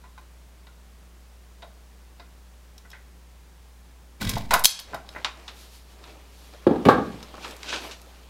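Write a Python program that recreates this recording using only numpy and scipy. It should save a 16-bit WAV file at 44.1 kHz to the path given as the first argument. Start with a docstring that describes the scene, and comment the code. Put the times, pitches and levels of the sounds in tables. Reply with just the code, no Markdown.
"""In a timber room, automatic wire strippers work on a cable in a steel outlet box on the wall.
The jaws tick as they grip, tear the insulation off, clack open and snap back on their spring.
Then the tool lands on wood with heavy knocks, something hard is slid over it and a sleeve rustles.
Each hit is a crack and fast-fading noise shaped by its body; tearing, cloth and scraping are shaped noise.
Mains hum (sine tones) and hiss (steady noise) lie under it all."""
import sys
import numpy as np
from scipy import signal
from scipy.fft import rfft, irfft, next_fast_len
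from scipy.io import wavfile
from scipy.ndimage import map_coordinates

SR = 44100
rng = np.random.default_rng(int(sys.argv[2]) if len(sys.argv) > 2 else 0)


def unload_wav(signal):
    """Save mono or channel-first audio to the path in sys.argv[1] as 16-bit WAV at rate SR, clipped to [-1, 1]."""
    wavfile.write(
        sys.argv[1],
        SR,
        np.round(np.clip(np.atleast_2d(signal).T, -1, 1) * 32767).astype(np.int16),
    )


N = 365588
TIME = np.arange(N) / SR


def from_db(db):
    """Turn decibels into gain."""
    return 10 ** (np.asarray(db) / 20)


def rms_one(x):
    """Scale each row to an average strength (rms) of 1."""
    return x / np.sqrt(np.mean(x ** 2, axis=-1, keepdims=True) + 1e-30)


def at_hz(points, hz):
    """Read a table between its points, with pitch spaced as the ear hears it (log frequency)."""
    freqs, values = np.transpose(points)
    return np.interp(np.log(hz), np.log(freqs), values)


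def fade(t, t60):
    """Die away freely, 60 dB down after t60 seconds."""
    return np.exp(-np.log(1000) * t / np.maximum(t60, 1e-3))


def flicker(size):
    """Wander smoothly at random, changing over about size samples; rms 1."""
    knots = rng.standard_normal(N // size + 2)
    return rms_one(np.interp(np.arange(N) / size, np.arange(len(knots)), knots))


def coloured(spectrum):
    """Make steady noise that follows a spectrum; rms 1."""
    size = next_fast_len(N, True)
    hz = np.maximum(np.fft.rfftfreq(size, 1 / SR), 1)
    white = rfft(rng.standard_normal(size))
    return rms_one(irfft(white * from_db(at_hz(spectrum, hz)), size)[:N])


def patchy(x, patchy_db):
    """Let patches about a third of an octave wide swell and sink every few hundredths of a second."""
    hz, s, cells = signal.stft(x, SR, nperseg=512)
    where = np.meshgrid(3 * np.log2(1 + hz / 200), 40 * s, indexing="ij")
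    swell = map_coordinates(rng.standard_normal((24, 400)), where, order=1)
    _, patched = signal.istft(cells * from_db(patchy_db * swell), SR)
    return rms_one(patched[:N])


def swells(middles, half_lengths, levels_db):
    """Each stroke swells and sinks in a bell shape; overlapping strokes add in power."""
    t = TIME[::64]
    power = 0
    for s, half, db in zip(middles, half_lengths, levels_db):
        bell = from_db(db) / (1 + ((t - s) / half) ** 2)
        power = power + bell ** 2
    return np.interp(TIME, t, np.sqrt(power))


def resonate(x, modes):
    """Let a body's clear resonances ring on top of the sound."""
    out = x
    for hz, width, db in modes:
        r = np.exp(-np.pi * width / SR)
        poles = [1, -2 * r * np.cos(2 * np.pi * hz / SR), r * r]
        ringing = (1 - r * r) / 2 * signal.lfilter([1, 0, -1], poles, x + 1e-18)
        out = out + from_db(db) * ringing
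    return out


def causal(gain):
    """Minimum-phase response with these gains: it rings after a blow, never before."""
    cepstrum = irfft(np.log(gain + 1e-9))
    half = cepstrum.shape[-1] // 2
    fold = np.r_[1, np.full(half - 1, 2), 1, np.zeros(half - 1)]
    return np.exp(rfft(cepstrum * fold))


def broad_level(spectra):
    """Average the strength over half an octave around each frequency."""
    bins = np.arange(spectra.shape[-1])
    low = (bins * .84).astype(int)
    high = np.minimum((bins * 1.19).astype(int) + 3, len(bins))
    total = np.cumsum(np.pad(np.abs(spectra) ** 2, [(0, 0), (1, 0)]), axis=-1)
    return np.sqrt((total[:, high] - total[:, low]) / (high - low))


def contacts(rows, spectrum, crack, favour_db, favour_octaves):
    """Each contact is a crack and a fast-dying jumble in the body's colour; where it lands favours one pitch."""
    s, db, tilt_db, t60, pitch = np.transpose(rows)[:, :, None]
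    t = np.arange(8192) / SR
    hz = np.maximum(np.fft.rfftfreq(len(t), 1 / SR), 1)
    envelope = fade(t, t60)
    bursts = rng.standard_normal((len(rows), len(t))) * envelope
    bursts[:, 0] += crack
    spectra = rfft(bursts)
    octaves = np.log2(hz / pitch)
    favoured_db = favour_db / (1 + (octaves / favour_octaves) ** 2)
    colour_db = at_hz(spectrum, hz) + tilt_db * octaves + favoured_db
    body = causal(from_db(colour_db) / broad_level(spectra))
    sounds = rms_one(irfft(spectra * body))
    # a slower fade carries more energy at the same level
    sounds = sounds * from_db(db) * np.sqrt(np.mean(envelope ** 2, axis=1, keepdims=True))
    out = np.zeros(N + len(t))
    for start, sound in zip((s[:, 0] * SR).astype(int), sounds):
        out[start:start + len(t)] += sound
    return out[:N]


def blows(rows, lag, rattle_db, rattle_t60, rattle_tilt_db, rattle_hz):
    """Add a softer rattle lag seconds after each contact, pitched midway between contact and body."""
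    rattles = []
    for s, db, tilt, t60, hz in rows:
        midway_hz = np.sqrt(hz * rattle_hz)
        rattles.append((s + lag, db + rattle_db, tilt + rattle_tilt_db, rattle_t60, midway_hz))
    return list(rows) + rattles


# mains tones: (frequency [Hz], level [dB])
HUM_TONES = [(59.9, -49.5), (180, -69.5)]


def mains_hum():
    """The mains hums as steady sine tones, each starting at a random point of its cycle."""
    hum = 0
    for hz, db in HUM_TONES:
        hum = hum + np.sqrt(2) * from_db(db) * np.sin(2 * np.pi * (hz * TIME + rng.random()))
    return hum


# colour of the hiss: (frequency [Hz], relative level [dB per Hz])
HISS_COLOUR = [(25, -7.5), (80, -1), (110, -6), (177, -3.5), (205, -5.5), (320, -9.5), (379, -8),
               (580, -11), (1030, -12), (1320, -14.5), (1740, -15.5), (2440, -17.5), (7200, -22),
               (15800, -28)]


def hiss():
    """Steady noise, strongest in the bass."""
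    return from_db(-57) * coloured(HISS_COLOUR)


# how long the room rings: (frequency [Hz], time to fade by 60 dB [s])
ROOM_T60 = [(100, 0.66), (400, 0.38), (1500, 0.41), (4000, 0.26), (8000, 0.26), (15000, 0.08)]
EDGES = np.geomspace(22, 17000, 29)   # edges of the echo's pitch bands [Hz]
# each band: (middle [Hz], width [Hz], filter)
BANDS = [(np.sqrt(lo * hi), hi - lo, signal.butter(2, [lo, hi], "band", fs=SR, output="sos"))
         for lo, hi in zip(EDGES, EDGES[1:])]


def workshop(x):
    """Diffuse echo of the timber room: it builds up in a few milliseconds and dies sooner in the treble."""
    t = np.arange(SR * 2 // 3) / SR
    build_up = 1 - np.exp(-(t / 0.0078) ** 2)
    echo = 0
    for hz, width, sos in BANDS:
        noise = rng.standard_normal(len(t)) * build_up * fade(t, at_hz(ROOM_T60, hz))
        band = signal.sosfilt(sos, noise)
        echo = echo + rms_one(band) * np.sqrt(2 * width / SR / len(t))
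    return signal.fftconvolve(x, echo)[:N]


# strokes of the sleeve as the arms move:
# (middle time [s], half length [s], rubbing level [dB], fine swish level [dB])
SLEEVE_STROKES = [(4.94, 0.055, -49, -76.5), (5.163, .08, -50.5, -62.5), (5.426, 0.14, -52.5, -71.5),
                  (5.614, 0.064, -58, -51.5), (5.751, .045, -69, -52.5), (5.922, 0.045, -60, -60),
                  (6.088, 0.085, -49.5, -63), (6.431, 0.13, -69, -57), (6.546, 0.02, -51, -118),
                  (7.06, 0.41, -48, -61), (7.48, 0.068, -42.5, -53), (7.654, 0.049, -48, -54.5),
                  (7.746, 0.034, -37.5, -60), (7.852, 0.048, -40.5, -48), (8.103, 0.21, -55.5, -62)]
# colours of the rub and the swish: (frequency [Hz], relative level [dB per Hz])
RUB_COLOUR = [(30, -16.5), (120, -7), (280, 7.5), (800, 5.5), (1600, -2), (3200, -2.5), (5000, -9.5),
              (8000, -17), (15000, -32.5)]
SWISH_COLOUR = [(1000, -15.5), (4000, 0), (8000, -8.5), (13000, -8), (16000, -24.5)]


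def sleeve(crease_db):
    """Cloth fibres catch and slip: a broad, patchy rub, a fine swish and creases that flick over."""
    s, half, rub_db, swish_db = np.transpose(SLEEVE_STROKES)
    rub, swish = swells(s, half, rub_db), swells(s, half, swish_db)
    flicks = (rng.random(N) < 130 / SR) * rng.standard_normal(N)   # about 130 a second
    crease = coloured(TAP_COLOUR)[:1024] * fade(TIME[:1024], t60=.018)   # same colour as the taps
    creases = from_db(crease_db) * rms_one(signal.oaconvolve(flicks, crease)[:N])
    cloth = patchy(coloured(RUB_COLOUR), patchy_db=3.5)
    return rub * (cloth + creases) + swish * coloured(SWISH_COLOUR)


# slides over the wood: (middle time [s], half length [s], level [dB])
SCRAPES = [(7.44, .02, -46), (7.701, 0.017, -31), (7.754, .028, -33), (7.854, 0.0304, -51.5)]
# colour of the scraping: (frequency [Hz], relative level [dB per Hz])
SCRAPE_COLOUR = [(100, -4), (500, -3.5), (1500, -6), (3200, 8.5), (6000, 2), (9000, -11), (15000, -33)]
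# ringing of the scraping: (frequency [Hz], width [Hz], level over the plain noise [dB])
SCRAPE_MODES = [(1440, 32, -2.5), (1500, 48, 19.5), (2520, 220, 4), (3150, 150, -11)]


def scrape(grain_db):
    """Something hard slides over the wood: its edge catches on the grain and rings briefly."""
    grains = coloured(SCRAPE_COLOUR) * from_db(grain_db * flicker(size=140))
    return swells(*np.transpose(SCRAPES)) * rms_one(resonate(grains, SCRAPE_MODES))


# dry taps against things nearby: (time [s], level before mixing [dB], brightness [dB per octave],
# time to fade by 60 dB [s], favoured pitch [Hz])
TAPS = [(5.246, -23, -.5, 0.048, 3440), (5.479, -40, .5, .1, 3500), (6.040, -45.5, -0.5, 0.024, 3840),
        (7.341, -38.5, -9.5, 0.034, 1215), (7.380, -42, -9.5, .049, 1260), (7.445, -36, -3, .05, 3320),
        (7.449, -41.5, -1.5, .09, 970), (7.631, -35.5, 3, 0.023, 2240), (7.728, -32.5, -1.5, .15, 1660),
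        (7.911, -43, 4.5, 0.16, 2700)]
# colour of a tap: (frequency [Hz], relative level [dB per Hz])
TAP_COLOUR = [(20, -64.5), (200, -13), (500, -7), (1000, 8), (2000, 3), (4000, 3.5), (6000, -3),
              (9000, -16), (15000, -34.5)]


def nearby_taps():
    """Short hits make things nearby crack and rattle, with no clear ringing."""
    hits = blows(TAPS, lag=0.011, rattle_db=-12, rattle_t60=0.17, rattle_tilt_db=-3, rattle_hz=1540)
    return from_db(5.5) * contacts(hits, TAP_COLOUR, crack=1.2, favour_db=6.0, favour_octaves=0.21)


# the tool lands, tips over and settles: (time [s], level [dB], brightness [dB per octave],
# time to fade by 60 dB [s], favoured pitch [Hz])
THUDS = [(6.667, -4.5, 0, 0.05, 370), (6.672, -9.5, 2.5, 0.026, 543), (6.7105, -11.5, -1, 0.054, 265),
         (6.758, -23.5, 2.5, 0.063, 285), (6.853, -20, 6, 0.078, 2450), (6.861, -10.5, -1, 0.059, 111),
         (6.868, -10.5, -.5, 0.099, 204), (6.887, -1.5, 2.5, 0.041, 1030), (6.894, -14, 4, 0.12, 1450),
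         (6.985, -18.5, 0.5, 0.074, 202), (7.140, -33.5, -5, 0.068, 134)]
# colour of the wood: (frequency [Hz], relative level [dB per Hz])
WOOD_COLOUR = [(20, -30), (90, -4), (220, 3), (420, 5.5), (750, -5), (1300, -18.5), (2200, -28),
               (3800, -31.5), (6000, -48), (15000, -61.5)]
# clear ringing of the wood: (frequency [Hz], width [Hz], level over the dense ringing [dB])
WOOD_MODES = [(206, 18, -0.5), (285, 8.6, -6.5), (408, 31, -6), (516, 41, -19.5), (820, 61, -4),
              (1217, 99, 6), (1640, 120, 2.5)]


def wood_knocks():
    """The tool knocks on wood, which answers with a low jumble and a few clear resonances."""
    hits = blows(THUDS, lag=.027, rattle_db=-25, rattle_t60=.33, rattle_tilt_db=-0.5, rattle_hz=2200)
    knocks = contacts(hits, WOOD_COLOUR, crack=3.94, favour_db=10.5, favour_octaves=0.33)
    return resonate(knocks, WOOD_MODES)


# the squeeze that strips the cable, then the jerk that frees the tool:
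# (start time [s], time from start to letting go [s], level [dB])
PULLS = [(4.199, 0.15, -28), (4.492, .04, -42)]


def pull_force(release_t60):
    """Each pull builds quickly, holds and lets go."""
    force = 0
    for s, hold, db in PULLS:
        build_up = np.clip((TIME - s) / 0.017, 0, 1)   # full force after 17 ms
        release = fade(np.maximum(TIME - s - hold, 0), release_t60)
        force = force + from_db(db) * build_up * release
    return force


# colours of the shuddering wall and the tearing: (frequency [Hz], relative level [dB per Hz])
TUG_COLOUR = [(20, -28), (30, -13), (40, 8), (55, -6.5), (100, -0.5), (150, -12.5), (205, -4.5),
              (300, -19.5), (600, -32), (1500, -81.5)]
TEAR_COLOUR = [(100, -30.5), (500, 9.5), (1000, -7), (2200, 4), (4500, 4), (8000, -4), (15000, -7)]
# the dragging jaws ring: (frequency [Hz], width [Hz], level over the plain noise [dB])
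TEAR_MODES = [(1048, 60, 22.5), (1600, 60, 11), (1986, 60, 11.5), (2283, 21, 14.5), (3700, 220, 4.5),
              (4720, 60, -5)]


def cable_tug(tear_db, grain_db):
    """The wall shudders under the pull while insulation catches, tears and drags along in fine grains."""
    pull = pull_force(release_t60=0.47)
    sway = from_db(-24) * pull_force(release_t60=3.5)   # the wall sways on after a pull
    grains = from_db(grain_db * (flicker(size=60) + flicker(size=260)))
    tearing = rms_one(resonate(coloured(TEAR_COLOUR) * grains, TEAR_MODES))
    return (pull + sway) * coloured(TUG_COLOUR) + pull * from_db(tear_db) * tearing


# hollow clacks of the tool's body: (time [s], level before mixing [dB], brightness [dB per octave],
# time to fade by 60 dB [s], favoured pitch [Hz])
CLACKS = [(.039, -53, 2, .2, 990), (.178, -45.5, 3, 0.088, 990), (.669, -47.5, -1, 0.051, 3900),
          (1.622, -41.5, 0.5, 0.08, 3700), (1.626, -45, -6, 0.3, 680), (2.197, -43, -2.5, 0.11, 4830),
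          (2.850, -51.5, -3.5, .08, 1730), (2.931, -45.5, 1.5, 0.2, 1830), (4.218, -30, -6.5, .05, 1490),
          (4.367, -22.5, -7.5, 0.059, 816), (4.508, -17.5, 5, .085, 905), (4.516, -20.5, -1.5, 0.059, 520),
          (4.534, -16.5, -.5, 0.12, 1060), (4.541, -10.5, 5, 0.034, 1310), (4.562, -21.5, -5.5, 0.04, 1320),
          (4.593, -29.5, -2.5, .06, 1030), (4.933, -32, -7, 0.14, 1414), (4.944, -28.5, 0, 0.073, 735),
          (5.149, -39.5, -5.5, .1, 2000), (5.161, -33, -5.5, .12, 1900)]
# colour of the handles: (frequency [Hz], relative level [dB per Hz])
HANDLE_COLOUR = [(20, -45), (150, -5.5), (400, -3), (650, 5.5), (1000, -1.5), (1500, -3), (2200, -3.5),
                 (4000, -8), (7000, -17), (15000, -34)]
# clear ringing of the handles: (frequency [Hz], width [Hz], level over the dense ringing [dB])
HANDLE_MODES = [(698, 13, 1), (904, 49, 0.5), (1021, 70, 11), (1420, 58, 8.5), (1485, 110, 8.5),
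                (1970, 110, 8.5), (2460, 50, 6), (3775, 90, 6)]


def handle_clacks():
    """The tool's body clacks hollowly, rings, and its loose parts rattle on."""
    hits = blows(CLACKS, lag=.009, rattle_db=-12, rattle_t60=.11, rattle_tilt_db=-1, rattle_hz=420)
    clacks = contacts(hits, HANDLE_COLOUR, crack=1.3, favour_db=13.5, favour_octaves=0.4)
    return from_db(-4.0) * resonate(clacks, HANDLE_MODES)


def slips(count, uneven_s, spread_db):
    """Under the squeeze the jaws slip along the wire in a quick, nearly even run of ticks."""
    start_s, gap_s, level_db = 4.228, 0.022, -36.5   # level before mixing
    tilt_db, t60, pitch_hz = -4, 0.044, 2100
    ticks = []
    for k, (late, hard) in enumerate(rng.standard_normal((count, 2))):
        time_s = start_s + k * gap_s + uneven_s * late
        ticks.append((time_s, level_db + spread_db * hard, tilt_db, t60, pitch_hz))
    return ticks


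# small steel parts of the jaws clicking; the loudest is the spring snapping them back:
# (time [s], level before mixing [dB], brightness [dB per octave],
# time to fade by 60 dB [s], favoured pitch [Hz])
CLICKS = [(2.780, -47, -1, 0.029, 5640), (2.903, -51, 0, 0.027, 13000), (2.915, -49, -5.5, 0.043, 5600),
          (4.216, -36.5, 1, 0.064, 1600), (4.2937, -24.5, 2.5, 0.032, 2200),
          (4.357, -21.5, -16.5, 0.047, 4970), (4.3825, -39, -1, 0.022, 12000),
          (4.508, -19, -9.5, 0.072, 2650), (4.5385, -17, 4.5, 0.027, 11400),
          (4.594, -32.5, 6.5, .045, 10500), (4.6395, -24, 5.5, 0.086, 11000),
          (4.6457, -12.5, 0.5, 0.027, 9000), (4.6548, 7, 0.5, 0.022, 4220), (4.659, -6.5, 10, 0.042, 3280),
          (4.7915, -30.5, -2.5, 0.063, 4730), (4.799, -35, 2, 0.029, 12200), (4.807, -41, -7, .025, 4000),
          (4.945, -41.5, 3.5, .029, 4870), (5.0905, -38, -5.5, .016, 3900), (7.228, -40.5, -6, 0.037, 5900),
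          (7.510, -46.5, 0, 0.035, 7540), (7.566, -45.5, 2.5, 0.018, 7950), (8.017, -49.5, 4, .02, 9800)]
# colour of the jaws: (frequency [Hz], relative level [dB per Hz])
JAW_COLOUR = [(20, -55), (200, -30.5), (1000, -13), (2000, -13), (3400, -4.5), (5200, -5), (6500, -7.5),
              (12000, -12), (15500, -21)]
# clear ringing of the jaws: (frequency [Hz], width [Hz], level over the dense ringing [dB])
JAW_MODES = [(3320, 43, 5.5), (3790, 84, 3), (5130, 33, -0.5), (5260, 94, 3.5), (6170, 20, 5.5),
             (7138, 25, 3), (10090, 25, 1), (10550, 28, -6), (11060, 30, -17), (12080, 180, 5.5)]


def jaw_clicks():
    """Steel jaws click, slip and snap; the small parts ring brightly and rattle on after each click."""
    hits = blows(CLICKS, lag=0.014, rattle_db=-37.5, rattle_t60=0.27, rattle_tilt_db=-3, rattle_hz=5500)
    ticks = hits + slips(count=7, uneven_s=0.0019, spread_db=2.0)
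    clicks = contacts(ticks, JAW_COLOUR, crack=4.7, favour_db=6.5, favour_octaves=0.14)
    return from_db(3.5) * resonate(clicks, JAW_MODES)


def scene():
    """Things near the microphone sound dry, those farther off bring more of the room."""
    jaws = jaw_clicks()
    handles = handle_clacks()
    taps = nearby_taps() + scrape(grain_db=1.5)
    wood = wood_knocks()
    into_room = from_db(-11.0) * jaws + from_db(-9) * handles + from_db(-12) * taps + from_db(-6.0) * wood
    tool = jaws + handles + taps + wood + workshop(into_room)
    tug = cable_tug(tear_db=-9.5, grain_db=-2.0)
    mix = tool + tug + sleeve(crease_db=-9.5) + mains_hum() + hiss()
    return mix[None]   # one channel


def limiter(x, threshold_db, release_db_per_s, attack_s):
    """Loud peaks pull the gain down; it creeps back afterwards."""
    over_db = np.maximum(20 * np.log10(np.abs(x) + 1e-9) - threshold_db, 0)
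    creep_db = release_db_per_s * TIME
    held_db = np.maximum.accumulate(over_db + creep_db, axis=-1) - creep_db
    r = np.exp(-1 / (attack_s * SR))
    return x * from_db(-signal.lfilter([1 - r], [1, -r], held_db))


def record(dry):
    """The limiter ducks after the snap, what escapes it clips, and the top is cut."""
    limited = limiter(dry, threshold_db=2.5, release_db_per_s=66.5, attack_s=0.0013)
    clipped = np.clip(limited, -1, 1)
    top_cut = signal.ellip(10, .1, 70, 15800, fs=SR, output="sos")   # low-pass at 15800 Hz
    return signal.sosfilt(top_cut, clipped)


dry = scene()
out = record(dry)
unload_wav(out)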